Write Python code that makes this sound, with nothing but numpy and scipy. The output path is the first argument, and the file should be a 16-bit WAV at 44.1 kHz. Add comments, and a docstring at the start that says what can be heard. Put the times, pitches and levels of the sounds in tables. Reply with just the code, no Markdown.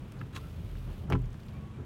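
"""Machinery rumbles and water hisses outside: you are sitting in a car in a car wash.
The wipers make one sweep. Their drive clicks in, and the blades scuff off their rest and rub up the
wet glass with a low drone and faint squeaks. At the top they flip over with a thump that rings the
windshield and the cabin, then they slide back while drops tick on the glass."""
import sys
import numpy as np
from scipy.fft import rfft, irfft, next_fast_len
from scipy.io import wavfile
from scipy.ndimage import map_coordinates

SR = 44100
rng = np.random.default_rng(int(sys.argv[2]) if len(sys.argv) > 2 else 0)


def wav_record(signal):
    """Record a signal, one row per channel, as 16-bit PCM in the file named by sys.argv[1]."""
    frames = np.transpose(np.atleast_2d(signal))
    bounded = np.clip(frames, -1, 1)
    # unit amplitude maps onto the largest positive 16-bit level
    quanta = np.round(bounded * 32767).astype(np.int16)
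    wavfile.write(sys.argv[1], SR, quanta)


N = 81585


# The blade's spine snapping over. Each row: pitch in Hz, relative level in dB, fade time in seconds.
SNAP_TONES = [(1150, 0, .0055), (1800, -2, .003), (3000, -4, .003)]
# The blades slap the glass. Each row: start in seconds, clatter level in dB, clatter centre in Hz,
# thud level in dB, tick level in dB.
SLAPS = [(1.1008, -35, 960, -28.5, -47), (1.106, -40, 800, -44, -55), (1.1141, -42, 1100, -25, -63),
         (1.1242, -35.5, 2800, -36.5, -51), (1.1297, -32.5, 2570, -44.5, -70),
         (1.136, -39.5, 446, -23.5, -76), (1.1509, -36, 1190, -37.5, -69)]
# A dull clatter and a bright tick. Each row: frequency in Hz, relative level in dB.
CLATTER_COLOUR = [(200, -19), (500, 5), (800, 1.5), (1300, 0), (1800, -7.5), (2900, -8), (4000, -20),
                  (4800, -21), (6000, -25.5), (15500, -51)]
TICK_COLOUR = [(500, -19), (2000, -14), (6000, 7), (9000, 2), (15500, -1)]

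def wiper_thump():
    """The blade snaps over; each slap ticks, clatters into the cabin and rings the car's body."""
    snap = through_glass(ring(start=1.1239, tones=SNAP_TONES))
    out = amp(-17) * snap
    for start, clatter_db, hz, thud_db, tick_db in SLAPS:
        clatter = boost_near(noise(CLATTER_COLOUR), hz, lift_db=7.5) * decay(start, fade_s=0.048)
        out += amp(clatter_db) * clatter + amp(thud_db) * thud(start)
        tick_shape = decay(start, fade_s=0.006) + amp(-12) * decay(start, fade_s=0.05)
        out += amp(tick_db) * noise(TICK_COLOUR) * tick_shape
    return out


# The windshield and cabin ringing. Each row: pitch in Hz, relative level in dB, fade time in seconds.
BODY_TONES = [(64.6, -2, 0.078), (92.9, 2.5, .13), (125.6, -1, 0.35), (172.3, -3.2, 0.19),
              (264.3, -4.5, .18), (357.6, -8.5, 0.19), (423.5, -8.5, 0.17), (504, -12.5, 0.088),
              (825, -15.5, 0.087), (992, -16, 0.12), (1080, -18, 0.068), (1345, -15.5, .07)]

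def thud(start, rise_s=0.0031):
    """The windshield and cabin ring after a soft blow."""
    return ring(start, BODY_TONES) * ease_in(start, rise_s)


# Each row: start, rise, hold and release in seconds, pitch in Hz, level in dB.
DRONES = [(.199, 0.019, 0.085, 0.016, 128.2, -41), (.4, 0.031, 0.2, 0.077, 51.8, -49.5),
          (.418, 0.12, 0.055, .064, 80.8, -43.5), (.554, 0.09, 0.031, 0.021, 103, -41),
          (.63, .1, 0.2, 0.049, 42.26, -37.5), (1.1, 0.048, 0.037, 0.022, 39.4, -33),
          (1.19, 0.022, 0.035, 0.11, 39.03, -32)]

def wiper_drone(cutoff_hz=178):
    """The dragging wipers shake the glass; the lower the drone, the stronger its overtone."""
    out = np.zeros(N)
    for start, rise, hold, release, hz, db in DRONES:
        phase = 2 * np.pi * hz * since(start)
        overtone = amp(-7) * np.sin(3 * phase) / (1 + (3 * hz / cutoff_hz) ** 4)
        level = amp(db) * swell(start, rise, hold, release)
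        out += level * np.sqrt(2) * (np.sin(phase) + overtone)
    return out


# Each row: start in seconds, rise in seconds, level in dB, fade time in seconds, centre in Hz.
SCUFFS = [(.329, 0.0072, -54, 0.075, 2010), (0.345, 0.0088, -46, .055, 7000),
          (0.3594, 0.0043, -38.5, 0.044, 3540), (0.369, 0.0044, -43, 0.06, 1110)]

def blade_scuffs():
    """The blades scrape briefly as they leave their rest."""
    out = np.zeros(N)
    for start, rise, db, fade_s, hz in SCUFFS:
        grip = np.clip(since(start) / rise, 0, 1)
        let_go = np.exp(-np.log(1000) * since(start + rise) / fade_s)
        out += amp(db) * grip * let_go * boost_near(rubber_rasp(), hz, lift_db=4.5)
    return out


# Where the blade rings. Each row: pitch in Hz, width in Hz, relative level in dB.
BLADE_PEAKS = [(1060, 35, 0), (1150, 40, -3), (1250, 70, -6), (2730, 40, -2), (3385, 40, -4.5),
               (3883, 73, -7), (6600, 110, -14)]
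# The scraping noise. Each row: frequency in Hz, relative level in dB.
RASP_COLOUR = [(400, -3.5), (900, -16), (1080, -0.5), (1500, -1.5), (2200, -6.5), (2750, -8), (3800, -9.5),
               (4800, -18), (7000, -14.5), (15500, -28.5)]

def rubber_rasp():
    """Rubber grips unevenly, making a rough noise that sets the blade ringing."""
    peaks = lambda f: sum(amp(db) / (1 + 2j * (f - hz) / width) for hz, width, db in BLADE_PEAKS)
    ringing = unit(filtered(rng.standard_normal(N), peaks))
    scrape = noise(RASP_COLOUR) + amp(-1) * ringing
    return unit(scrape * amp(2.2 * wobble(700)))


# Each row: start in seconds, level in dB before the glass muffles it.
KNOCKS = [(0.1228, -52), (0.2126, -45), (0.2149, -38.5), (0.2232, -52), (.754, -50), (1.344, -50.5)]
# How a knock rings. Each row: pitch in Hz, relative level in dB, fade time in seconds.
LINKAGE_TONES = [(1356, -1.5, 0.015), (1634, 1.5, 0.012), (2010, -10, 0.029), (2650, -3.5, 0.0097)]

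def linkage_knocks():
    """The rods that drive the wipers knock and ring behind the glass."""
    return through_glass(sum(amp(db) * ring(start, LINKAGE_TONES) for start, db in KNOCKS))


# Each row: start, rise, hold and release in seconds, pitch in Hz, how far below that pitch
# it starts (0.01 is 1%), level in dB.
SQUEALS = [(.355, .008, .018, .012, 1065, .01, -50), (.425, .015, .035, .025, 1335, .01, -61),
           (1.51, .045, .015, .025, 1110, .01, -60.5), (1.58, .03, .112, .018, 1115, .01, -60.5),
           (1.52, .025, .035, .03, 2400, .13, -64), (1.735, .012, .012, .01, 2370, .03, -64.5)]

def blade_squeals(settle_s=0.02, jitter=0.007, rough_db=2):
    """Rubber sticks and slips on the glass: rough tones that slide up to their pitch."""
    out = np.zeros(N)
    for start, rise, hold, release, hz, flat, db in SQUEALS:
        pitch = hz * (1 - flat * np.exp(-since(start) / settle_s) + jitter * wobble(150))
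        level = amp(db + rough_db * wobble(90)) * swell(start, rise, hold, release)
        out += level * tone(pitch)
    return out


# Each row: start, rise, hold and release in seconds, level in dB.
SQUEAKS = [(0.147, 0.02, 0.019, 0.018, -58), (0.4, 0.041, 0.019, 0.055, -60.5),
           (0.848, 0.03, 0.022, 0.17, -59.5), (1.758, .03, 0.033, 0.044, -62)]
# Each row: frequency in Hz, relative level in dB.
SQUEAK_COLOUR = [(700, -1), (1100, -3.5), (1350, 3), (1550, -1.5), (2600, -17), (4000, -30.5)]

def rubber_squeaks():
    """The rubber grips the glass in faint, breathy squeaks."""
    level = sum(amp(db) * swell(*timing) for *timing, db in SQUEAKS)
    return noise(SQUEAK_COLOUR) * level


# Each row: frequency in Hz, relative level in dB.
RUB_COLOUR = [(800, -39), (2500, 6.5), (5000, -3), (7500, -10), (10000, -7.5), (13000, -6.5), (15500, -7.5)]
# Each row: time in seconds, level in dB.
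RUB_LEVEL = [(0, -70), (.32, -71.5), (.38, -62.5), (.6, -65.5), (.85, -64.5), (1.03, -64.5), (1.07, -76),
             (1.25, -72), (1.46, -70.5), (1.6, -73), (1.85, -83)]

def rubber_hiss(flutter_db=1.7):
    """Rubber hisses as it slides over wet glass."""
    return noise(RUB_COLOUR) * amp(curve(RUB_LEVEL) + flutter_db * wobble(200))


# Each row: frequency in Hz, relative level in dB.
LIGHT_TICK_COLOUR = [(500, -14), (2500, 5), (6000, -3.5), (10000, -13), (15500, -7)]
# Each row: start in seconds, level in dB, centre in Hz, fade time in seconds.
LIGHT_TICKS = [(0.1204, -47.5, 8950, 0.014), (.188, -59.5, 4000, 0.11), (.2128, -58, 11000, .025),
               (.753, -59, 3460, .03), (1.1895, -62, 10100, .025), (1.2186, -56, 11000, 0.013),
               (1.257, -56, 6500, 0.016), (1.304, -62, 7000, .025), (1.329, -58.5, 8000, .025),
               (1.341, -62, 5500, 0.034), (1.401, -60, 5000, 0.039), (1.432, -57.5, 5000, 0.0246),
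               (1.463, -57, 10000, .018), (1.484, -54.5, 4000, 0.043)]

def drops_and_drive_ticks():
    """Drops patter on the glass, and the wiper drive's knocks give bright ticks."""
    out = np.zeros(N)
    for start, db, hz, fade_s in LIGHT_TICKS:
        tick = boost_near(noise(LIGHT_TICK_COLOUR), hz, lift_db=10)
        out += amp(db) * tick * decay(start, fade_s) * ease_in(start, rise_s=0.00055)
    return out


# Each row: frequency in Hz, relative level in dB.
SPRAY_COLOUR = [(150, 1), (330, 11), (600, -3), (800, -0.5), (1150, 2), (1800, -3.5), (3300, -7.5),
                (4800, -17.5), (6500, -18.5), (9000, -21.5), (15500, -35.5)]

def water_spray(level_db=-58.5):
    """Spray hisses outside, heard through the glass."""
    return noise(SPRAY_COLOUR) * amp(level_db + 0.5 * wobble(11) + 0.8 * wobble(120))


# Each row: frequency in Hz, relative level in dB.
RUMBLE_COLOUR = [(15, -44), (28, 1.5), (48, -4), (85, -2), (125, -0.5), (200, -8.5), (300, -17), (420, -20),
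                 (620, -25), (1000, -35.5), (2500, -75)]
# Each row: time in seconds, level in dB.
RUMBLE_LEVEL = [(0, -43), (.05, -40), (.11, -47.5), (.22, -41.5), (.275, -41), (.305, -46.5), (.345, -42),
                (.6, -40.5), (.8, -44), (1.05, -38), (1.3, -42.5), (1.4, -46), (1.49, -42.5),
                (1.585, -40.5), (1.65, -45.5), (1.73, -44), (1.85, -41.5)]
# Each row: start in seconds, end in seconds, pitch in Hz, level in dB.
MOTOR_HUMS = [(0, 1.85, 124.9, -57), (.3, 1.85, 79.7, -51), (1.32, 2.4, 214, -53)]
# Each row: start in seconds, level in dB.
BUMPS = [(.208, -41), (.255, -44.5), (.365, -47.5), (1.084, -37.5), (1.776, -40.5), (1.79, -42.5)]

def machinery(sway_db=1, waver_db=2, drift=0.0017, ramp_s=0.021):
    """Rumble, wavering motor hums and a few soft bumps come through the car's body."""
    out = noise(RUMBLE_COLOUR) * amp(curve(RUMBLE_LEVEL) + sway_db * wobble(14.66))
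    for start, end, hz, db in MOTOR_HUMS:
        hum = np.sqrt(2) * tone(hz * (1 + drift * wobble(23)))
        running = swell(start, ramp_s, end - start - ramp_s, ramp_s)
        out += amp(db + waver_db * wobble(12.1)) * running * hum
    return out + sum(amp(db) * thud(start) for start, db in BUMPS)


def through_glass(x, low_hz=780, high_hz=2900):
    """The windshield lets mainly the middle pitches of a knock through."""
    bass_cut = lambda hz: (hz / low_hz) ** 3 / np.sqrt(1 + (hz / low_hz) ** 6)
    return filtered(x, lambda hz: bass_cut(hz) / np.sqrt(1 + (hz / high_hz) ** 6))


def amp(db):
    """Turn decibels into a number to multiply by."""
    return 10 ** (np.asarray(db) / 20)


def unit(x):
    """Scale a sound to an average strength (rms) of 1."""
    return x / np.sqrt(np.mean(x ** 2) + 1e-20)


def since(start):
    """Seconds since the start, zero before it."""
    return np.maximum(np.arange(N) / SR - start, 0)


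def curve(rows):
    """Join (time, value) points with straight lines."""
    return np.interp(since(0), *np.transpose(rows))


def wobble(rate):
    """A smooth curve through `rate` random values a second."""
    return map_coordinates(rng.standard_normal(N // 8), [since(0) * rate + 2], mode="mirror")


def filtered(x, gain):
    """Turn each frequency up or down by gain(hz)."""
    size = next_fast_len(N + SR // 2)
    return irfft(rfft(x, size) * gain(np.fft.rfftfreq(size, 1 / SR)), size)[:N]


def noise(colour):
    """Noise of strength 1; its colour says how strong the lows and highs are."""
    freqs, db = np.transpose(colour)
    gain = lambda hz: amp(np.interp(np.log(hz + 1), np.log(freqs), db))
    return unit(filtered(rng.standard_normal(N), gain))


def boost_near(x, hz, lift_db):
    """Lift about an octave around the centre hz, then scale to strength 1."""
    return unit(filtered(x, lambda f: amp(lift_db * np.exp(-2 * np.log2((f + 1) / hz) ** 2))))


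def decay(start, fade_s):
    """Jump to 1, then die away by 60 dB over the fade time."""
    t = since(start)
    return (t > 0) * np.exp(-np.log(1000) * t / fade_s)


def ease_in(start, rise_s):
    """Climb from 0 towards 1 to soften a sudden start."""
    return 1 - np.exp(-since(start) / rise_s)


def swell(start, rise, hold, release):
    """Rise to 1, stay there, then fall back to 0."""
    return np.clip(since(start) / rise, 0, 1) * np.clip(1 - since(start + rise + hold) / release, 0, 1)


def tone(hz):
    """A pure tone that follows a changing pitch."""
    return np.sin(2 * np.pi * np.cumsum(hz) / SR)


def ring(start, tones):
    """The fading tones of a struck object, their levels a little different every time."""
    return sum(amp(db + rng.normal()) * decay(start, fade_s) * np.sin(2 * np.pi * hz * since(start))
               for hz, db, fade_s in tones)


def scene():
    """Everything as heard from the front seat, in one channel."""
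    background = machinery() + water_spray() + drops_and_drive_ticks()
    sweep = linkage_knocks() + blade_scuffs() + rubber_hiss() + rubber_squeaks() + blade_squeals()
    return (background + sweep + wiper_drone() + wiper_thump())[None]


def record(dry):
    """Soften the deepest bass and cut off the highest treble."""
    low_hz, top_hz = 33.2, 15950
    band = lambda hz: (hz < top_hz) * hz ** 6 / (hz ** 6 + low_hz ** 6)
    return np.array([filtered(x, band) for x in dry])


dry = scene()
out = record(dry)
wav_record(out)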